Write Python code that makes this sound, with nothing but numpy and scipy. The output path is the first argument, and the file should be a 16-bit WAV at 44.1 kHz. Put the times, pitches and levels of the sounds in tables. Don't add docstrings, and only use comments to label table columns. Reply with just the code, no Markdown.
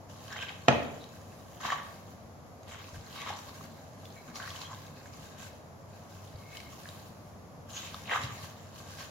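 import sys
import numpy as np
from scipy import signal
from scipy.fft import rfft, irfft, next_fast_len
from scipy.io import wavfile
from scipy.ndimage import uniform_filter1d

SR = 44100
rng = np.random.default_rng(int(sys.argv[2]) if len(sys.argv) > 2 else 0)


def master(y):
    cut = np.clip(np.atleast_2d(y).T, -1, 1)
    pcm = np.round(cut * 32767)
    wavfile.write(sys.argv[1], SR, pcm.astype(np.int16))


N = 401333

# (time [s], level [dB], pitch [Hz])
BIG_POPS = [(1.651, -24, 1140), (1.675, -27, 1130), (1.689, -22.5, 1130), (1.703, -17.5, 1755),
            (1.722, -17, 1090), (1.729, -18, 1117), (3.274, -25, 1140), (3.61, -34, 1160),
            (4.4015, -27.5, 1510), (4.7317, -31, 1034), (5.058, -38, 1600), (6.8566, -33.5, 1710),
            (7.944, -27.5, 1205), (8.096, -22, 2100), (8.113, -18.5, 1830), (8.137, -17, 2120),
            (8.152, -20, 1190), (8.159, -15.5, 1220)]
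# (time [s], level [dB], pitch [Hz])
THICK_STRANDS = [(0.2805, -40, 3100), (1.0406, -39, 3880), (1.603, -45, 3300), (2.6323, -48, 6540),
                 (3.2177, -33, 3320), (3.3888, -39, 5860), (4.0545, -40, 3450), (4.357, -34, 5640),
                 (4.4265, -38, 3100), (4.5045, -34, 3340), (4.5607, -36, 3060), (4.7473, -42, 3700),
                 (6.5705, -34, 3040), (6.6025, -36, 2240), (6.8889, -35.5, 3820), (7.7653, -36, 6700),
                 (7.944, -34, 3580), (8.2357, -31, 3930)]
# (time [s], level [dB], pitch [Hz])
BOWL_BUMPS = [(2.93, -36, 89.5), (2.968, -31.5, 131), (2.985, -33, 92), (4.807, -37.5, 111),
              (4.901, -38.5, 161), (6.348, -30.5, 100), (7.588, -38.5, 136), (8.241, -27.5, 115),
              (8.434, -33, 109), (8.596, -37, 152)]
# (time [s], strength [dB])
KNOCK_CONTACTS = [(0.6802, -15), (0.6830, 5), (0.6850, 0), (0.6890, -7.5)]
# (pitch [Hz], level [dB], t60 [s])
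BOWL_TONES = [(84, -40.5, 0.85), (136.7, -21.5, 0.23), (185, -32, 0.34), (238, -26.5, 0.21),
              (323.5, -43, 0.43), (459, -28.5, 0.26), (586, -24, 0.13), (603, -20.5, 0.076),
              (686, -10.5, 0.039), (784, -15.5, 0.042), (860, -19, 0.032), (1070, -31, 0.033),
              (1210, -18.5, 0.03), (1714, -27, 0.076), (2230, -21, 0.027), (2380, -20, 0.04),
              (2530, -17.5, 0.036), (3060, -27, 0.036), (3320, -26.5, 0.036), (3600, -52, 0.02),
              (4540, -51, 0.015), (5030, -27, 0.019), (6440, -26, 0.026)]
# (pitch [Hz], width [Hz], level [dB])
CAVITIES = [(680, 630, -6), (845, 180, -5), (1137, 95, 1), (1576, 78, -3), (1760, 250, -6)]
BUBBLES = [(2180, 150, -2), (2584, 124, -2.5), (3065, 580, 4.5), (3800, 170, -3.5)]
FILMS = [(4160, 1400, 1), (5360, 2000, -2.6), (6620, 860, -0.82), (7200, 1800, -2.8)]
FROTH = [(10500, 4600, -1.2), (11300, 3400, -0.51), (14100, 3700, 0.11)]
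# (frequency [Hz], relative level [dB per Hz])
AIR_COLOUR = [(22, -30), (40, -10.5), (62, -13), (78, 2), (115, -2), (145, 0), (240, -5.5), (360, -11),
              (630, -5), (900, -12), (1120, -11.5), (1400, -18.5), (2200, -25), (4000, -38.5), (9000, -54)]
# (frequency [Hz], relative level [dB per Hz])
HISS_COLOUR = [(1500, -12), (3500, -2), (5000, 1.5), (7100, 2), (8200, -13), (9800, -12.5), (11300, 2),
               (12600, -12), (16000, -12)]
# (frequency [Hz], likeness [-1 to 1])
BOWL_LIKENESS = [(300, -0.02), (1100, 0.31), (2200, 0.27), (4000, -0.0062), (12000, -0.16)]
# (frequency [Hz], likeness [-1 to 1])
ROOM_LIKENESS = [(40, 0.34), (110, 1), (300, 0.47), (700, 0.75), (1500, 0), (3500, 0), (12000, 0)]
# (frequency [Hz], t60 [s])
ROOM_T60 = [(100, 0.68), (500, 0.68), (1500, 0.66), (3000, 0.6), (7000, 0.36), (14000, 0.38)]
# (frequency [Hz], relative level [dB])
ROOM_COLOUR = [(100, -5), (250, 2.5), (550, 1.5), (1200, -3.5), (2700, -0.5), (6000, -0.5), (14000, -1)]
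# (time [s], length [s], pitch [Hz], pitch spread [Hz], level [dB])
SQUEAKS = [(0.994, 0.047, 3860, 280, -57), (1.695, 0.048, 3140, 130, -43), (4.151, 0.079, 2226, 45, -56.5),
           (4.625, 0.065, 3240, 130, -52), (4.672, 0.077, 1070, 150, -50), (6.299, 0.31, 2190, 50, -65),
           (6.488, .14, 2184, 65, -55), (6.64, 0.053, 2180, 50, -58), (7.719, 0.086, 6570, 420, -43)]
# (start [s], length [s], level [dB], froth relative to the stroke [dB])
STROKES = [(0.082, 0.68, -62, -6), (0.72, 0.42, -64.5, -4.5), (1.12, 0.66, -67.5, -1.5),
           (1.603, 0.51, -67, -3), (2.668, 0.47, -61.5, -6), (3.091, 0.56, -62, -3.5),
           (3.69, 0.37, -68, -4.5), (4.037, 0.27, -65, -3), (4.33, 0.25, -55.5, -6),
           (4.724, 0.19, -63.5, -4), (4.948, 0.12, -61, -7), (5.114, 0.13, -59, -5.5),
           (5.373, 0.1, -61, -4.5), (5.878, 0.34, -68, -5), (6.082, 0.62, -65, -3),
           (6.483, 0.29, -64.5, -3.5), (6.781, 0.27, -62.5, -1), (7.1, 0.19, -71.5, -1),
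           (7.681, 0.79, -57.5, -4.5), (8.56, 0.2, -65, -6), (8.772, 0.28, -57, -5.5)]
# (peak time [s], swell [s], level [dB],
# crackle relative to it [dB], smear relative to it [dB], pitch of its air pockets [Hz])
FOLDS = [(0.326, 0.02, -42.5, -6, -8, 1660), (0.368, 0.015, -43, 0.5, -7.5, 1780),
         (0.423, 0.032, -41.5, 0.5, -10, 2660), (0.487, 0.018, -42.5, 1.5, -9, 2950),
         (1.608, 0.006, -48.5, -6, -1.5, 1200), (1.665, 0.03, -40.5, -3, -7, 1110),
         (1.725, 0.04, -37, -7.5, -12.5, 1130), (1.78, 0.025, -46.5, -9, -23, 1700),
         (2.745, 0.034, -50.5, 2.5, -3.5, 1720), (2.801, 0.047, -54, -2, -20, 2290),
         (3.216, 0.042, -46, 2.5, -5, 2040), (3.295, 0.045, -39.5, -1.5, -7, 980),
         (3.37, 0.032, -54, -7, 2.5, 1150), (3.49, 0.015, -56.5, -5, 0, 1110),
         (4.297, 0.022, -54.5, -2.5, -4, 1610), (4.365, 0.015, -51, -5, 4, 1250),
         (4.425, 0.025, -45, -14, -21, 1520), (4.475, 0.022, -48.5, -6, -3.5, 1730),
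         (4.615, 0.044, -52, -0.5, 3, 1020), (4.72, 0.027, -55.5, -15, -1, 1070),
         (5.43, 0.1, -58.5, -0.5, -0.5, 1660), (6.55, 0.04, -62.5, 6, -1, 2220),
         (6.876, 0.02, -59, -10, -9, 1700), (7.77, 0.029, -52, 7.5, 3, 2300),
         (7.858, 0.044, -51.5, 7, 5.5, 2300), (8.082, 0.02, -46.5, 3, -10, 2600),
         (8.122, 0.022, -35, -2, -17, 2050), (8.155, 0.026, -35, -8, -13.5, 1240),
         (8.24, 0.051, -51.5, 6.5, 3, 1900), (8.308, 0.018, -58, 7, -2, 1200),
         (9.01, 0.025, -52.5, -5, -2.5, 2500)]
STROKE_MIX_DB = [0, -1.5, 1.5]

STROKE_ATTACK_S, STROKE_T60_S, REST_DB = 0.017, 0.51, -82
FOLD_T60_S, FOLD_FIZZ_DB = 0.2, -12.5
POP_CYCLES = 25.8
SNAP_DB, SNAP_FOLLOWS = -35, 0.46
POCKET_DB, POCKET_SPREAD_DB, POCKET_DETUNE = 9, 4, 0.09
POCKET_TAPER_DB = 2.5
STRANDS_PER_S, STRAND_DB, STRAND_SPREAD_DB = 11, 10.5, 2.5
STRAND_LOW_HZ, STRAND_HIGH_HZ = 3410, 7400
CUTOFF_HZ = 15850


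def from_db(db):
    return 10 ** (np.asarray(db) / 20)


def rms_one(x):
    return x / np.sqrt(np.mean(x ** 2) + 1e-20)


def at_hz(points, hz):
    known_hz, values = np.transpose(points)
    return np.interp(np.log(np.maximum(hz, 1)), np.log(known_hz), values)


def add(track, s, sound):
    start = int(s * SR)
    track[..., start:start + sound.shape[-1]] += sound[..., :N - start]


def band(x, low_hz, high_hz, order=2):
    edges_hz = [low_hz, min(high_hz, .48 * SR)]
    return signal.sosfilt(signal.butter(order, edges_hz, "band", fs=SR, output="sos"), x + 1e-18)


def resonate(x, hz, width_hz):
    r = np.exp(-np.pi * width_hz / SR)
    strike = np.sqrt(1 - r) * np.array([1, 0, -1])
    ringing = [1, -2 * r * np.cos(2 * np.pi * hz / SR), r * r]
    return signal.lfilter(strike, ringing, x + 1e-18)


def fade(t, t60):
    return np.exp(-np.log(1000) * t / t60)


def drift(per_s):
    knots = rng.standard_normal(int(per_s * N / SR) + 2)
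    return rms_one(np.interp(np.arange(N) * per_s / SR, np.arange(len(knots)), knots))


def left_right(pair, likeness, hz):
    mid, side = pair
    alike = np.clip(at_hz(likeness, hz), -1, 1)
    return np.sqrt(1 + alike) * mid + np.sqrt(1 - alike) * side * [[1], [-1]]


def burst(t, low_hz, high_hz, t60):
    noise = band(rng.standard_normal((2, len(t))), low_hz, high_hz)
    puff = left_right(noise, BOWL_LIKENESS, np.sqrt(low_hz * high_hz)) * fade(t, t60)
    return rms_one(puff) * np.sqrt(np.mean(fade(t, t60) ** 2))


def diffuse(colour, size):
    padded = next_fast_len(size)
    hz = np.arange(padded // 2 + 1) * SR / padded
    both = left_right(rfft(rng.standard_normal((2, padded))), ROOM_LIKENESS, hz)
    return rms_one(irfft(both * from_db(at_hz(colour, hz)), padded)[:, :size])


def background(air_db=-50.5, hiss_db=-66.0, hum_db=-57.0, hum_hz=97.1):
    steady = np.sin(2 * np.pi * hum_hz * np.arange(N) / SR)
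    wavering = rms_one(band(rng.standard_normal(N), hum_hz - 4, hum_hz + 4))
    hum = from_db(hum_db) * rms_one(steady + .5 * wavering)
    air = from_db(air_db) * diffuse(AIR_COLOUR, size=N)
    hiss = from_db(hiss_db) * diffuse(HISS_COLOUR, size=N)
    return air + hiss + hum


def stirring():
    t = np.arange(0, N / SR, 1 / 1000)
    power = from_db(REST_DB) ** 2
    for s, length, db, froth_db in STROKES:
        attack = np.clip((t - s) / STROKE_ATTACK_S, 0, 1)
        drag = attack * fade(np.maximum(t - s - length, 0), STROKE_T60_S)
        mix = from_db([*STROKE_MIX_DB, froth_db])
        power = power + np.outer(mix, from_db(db) * drag) ** 2
    for s, swell, db, crackle_db, smear_db, _ in FOLDS:
        fold = np.exp(np.minimum(t - s, 0) / swell) * fade(np.maximum(t - s, 0), FOLD_T60_S)
        mix = from_db([0, crackle_db, smear_db, smear_db + FOLD_FIZZ_DB])
        power = power + np.outer(mix, from_db(db) * fold) ** 2
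    return [np.interp(np.arange(N) / SR, t, level_db) for level_db in 10 * np.log10(power)]


def kneading(squelch_db, level_db=-61.5, with_effort=0.2, lumpy_db=4.5):
    rumble = rms_one(band(rng.standard_normal(N), 73, 246))
    effort_db = with_effort * (squelch_db - np.median(squelch_db))
    return rumble * from_db(level_db + effort_db + lumpy_db * drift(20))


def grains(level_db, resonances, per_s, spread_db, low_hz, high_hz, shifting_db=4.0, crowding=.6):
    chance = rng.random(N)
    sizes = from_db(spread_db * np.minimum(rng.exponential(1, N), 4))
    rate = per_s * from_db(crowding * np.maximum(level_db - np.median(level_db), 0))
    born = np.flatnonzero(chance < rate / SR)
    rings = 0
    for hz, width_hz, db in resonances:
        strikes = rng.standard_normal((2, N), dtype=np.float32)[:, born]
        clicks = np.zeros((2, N))
        clicks[:, born] = sizes[born] * left_right(strikes, BOWL_LIKENESS, hz)
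        rings = rings + from_db(db + shifting_db * drift(18)) * resonate(clicks, hz, width_hz)
    rings = band(rings, low_hz, high_hz, order=5)
    nearby_power = np.abs(uniform_filter1d(np.mean(rings ** 2, axis=0), size=2400))
    return from_db(level_db) * rings / np.sqrt(nearby_power + 1e-12)


def batter(squelch_db, crackle_db, smear_db, fizz_db, lumpy_db=2.0, lumps_per_s=25):
    lumps_db = lumpy_db * drift(lumps_per_s)
    squelch = grains(squelch_db + lumps_db + 0.5, CAVITIES, per_s=600, spread_db=3.0, low_hz=390, high_hz=2250)
    crackle = grains(crackle_db + lumps_db - 0.5, BUBBLES, per_s=700, spread_db=1.5, low_hz=1780, high_hz=3930)
    smear = grains(smear_db + lumps_db - 0.5, FILMS, per_s=2200, spread_db=1.5, low_hz=3600, high_hz=7460)
    fizz = grains(fizz_db + lumps_db + 0.5, FROTH, per_s=4500, spread_db=1.5, low_hz=7350, high_hz=16700)
    return squelch + crackle + smear + fizz


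def thin_strands(smear_db):
    chance, size, place = rng.random(N), rng.standard_normal(N).clip(-2, 2), rng.random(N)
    level_db = smear_db + STRAND_DB + STRAND_SPREAD_DB * size
    pitch_hz = STRAND_LOW_HZ * (STRAND_HIGH_HZ / STRAND_LOW_HZ) ** place
    return [(i / SR, level_db[i], pitch_hz[i]) for i in np.flatnonzero(chance < STRANDS_PER_S / SR)]


def smacks(smear_db, ring_t60=0.017, snap_t60=0.018, ring_db=-2.0, snap_db=-7.5, spray_db=-13.5):
    out, t = np.zeros((2, N)), np.arange(SR // 30) / SR
    for s, db, hz in THICK_STRANDS + thin_strands(smear_db):
        ring = np.sin(2 * np.pi * hz * t) * fade(t, ring_t60)
        snap = burst(t, 2500, 5500, snap_t60) + from_db(spray_db) * burst(t, 8000, 15000, snap_t60)
        add(out, s, from_db(db) * (from_db(ring_db) * ring + from_db(snap_db) * snap))
    return out


def small_pockets(count=9):
    chance = rng.standard_normal((len(FOLDS), count, 3)).clip(-2, 2)
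    pockets = []
    for (s, swell, db, _, _, hz), run in zip(FOLDS, chance):
        for place, (early, size, detune) in zip(np.linspace(-2, 2, count), run):
            pop_s = s + .5 * swell * (place + .5 * early)
            pop_db = db + POCKET_DB + POCKET_SPREAD_DB * size - POCKET_TAPER_DB * abs(place)
            pockets.append((pop_s, pop_db, hz * (1 + POCKET_DETUNE * detune)))
    return pockets


def pops(snap_t60=0.0091, bend=2.0, ring_db=-3.0):
    out, t = np.zeros((2, N)), np.arange(SR // 20) / SR
    for s, db, hz in BIG_POPS + small_pockets():
        ring = np.sin(2 * np.pi * hz * t * (1 + bend * t)) * fade(t, POP_CYCLES / hz)
        snap = from_db(SNAP_DB + SNAP_FOLLOWS * db) * burst(t, 1200, 5700, snap_t60)
        add(out, s, from_db(db + ring_db) * ring + snap)
    return band(out, 590, 6200)


def knock(ring_db=0.0, crack_db=-15.5, crack_t60=0.015, thud_db=-21.0, thud_t60=0.19, lag_s=.00008):
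    out, t = np.zeros((2, N)), np.arange(SR // 2) / SR
    arrival = np.maximum(t - [[lag_s], [0]], 0)
    ring = 0
    for k, (hz, db, t60) in enumerate(BOWL_TONES):
        ring = ring + (-1) ** k * from_db(db) * np.sin(2 * np.pi * hz * arrival) * fade(t, t60)
    blow_s = max(KNOCK_CONTACTS, key=lambda contact: contact[1])[0]
    add(out, blow_s, from_db(ring_db) * ring + from_db(thud_db) * burst(t, 61, 1120, thud_t60))
    for s, db in KNOCK_CONTACTS:
        add(out, s, from_db(db + crack_db) * burst(t, 430, 2340, crack_t60))
    return band(out, 56, 7100, order=3)


def squeaks(overtone=1.83, overtone_db=-13.5):
    out = np.zeros(N)
    for s, length, hz, spread_hz, db in SQUEAKS:
        low, high = rng.standard_normal((2, SR // 2))
        tone = rms_one(band(low, hz - spread_hz, hz + spread_hz))
        partner = rms_one(band(high, overtone * (hz - spread_hz), overtone * (hz + spread_hz)))
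        size = int(length * SR)
        swell = np.sin(np.linspace(0, np.pi, size))
        rub = rms_one((tone + from_db(overtone_db) * partner)[-size:])
        add(out, s, from_db(db) * swell * rub)
    return band(out, 520, 6800, order=4)


def bumps(t60=0.092, soft_t60=0.016, level_db=-2.0):
    out, t = np.zeros(N), np.arange(SR // 3) / SR
    for s, db, hz in BOWL_BUMPS:
        thud = np.sin(2 * np.pi * hz * t) * fade(t, t60) * (1 - fade(t, soft_t60))
        add(out, s, from_db(db + level_db) * thud)
    return out


def kitchen(x, tail_db=-6.5, build_t60=0.0033):
    t = np.arange(SR) / SR
    walls = diffuse(ROOM_COLOUR, size=SR)
    edges_hz = np.geomspace(60, 16000, 9)
    tail = 0
    for low, high in zip(edges_hz, edges_hz[1:]):
        t60 = at_hz(ROOM_T60, np.sqrt(low * high))
        tail = tail + band(walls, low, high, order=3) * fade(t, t60)
    echoes = from_db(tail_db) * rms_one(tail * (1 - fade(t, build_t60))) / np.sqrt(SR)
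    return x + signal.fftconvolve(x, echoes, axes=1)[:, :N]


def scene():
    squelch_db, crackle_db, smear_db, fizz_db = stirring()
    bowl = batter(squelch_db, crackle_db, smear_db, fizz_db) + kneading(squelch_db)
    bowl = bowl + smacks(smear_db) + pops() + knock() + squeaks() + bumps()
    return (kitchen(bowl) + background()) * from_db([[.3], [-.3]])


def record(dry):
    return signal.sosfilt(signal.ellip(12, .1, 70, CUTOFF_HZ, fs=SR, output="sos"), dry)


dry = scene()
out = record(dry)
master(out)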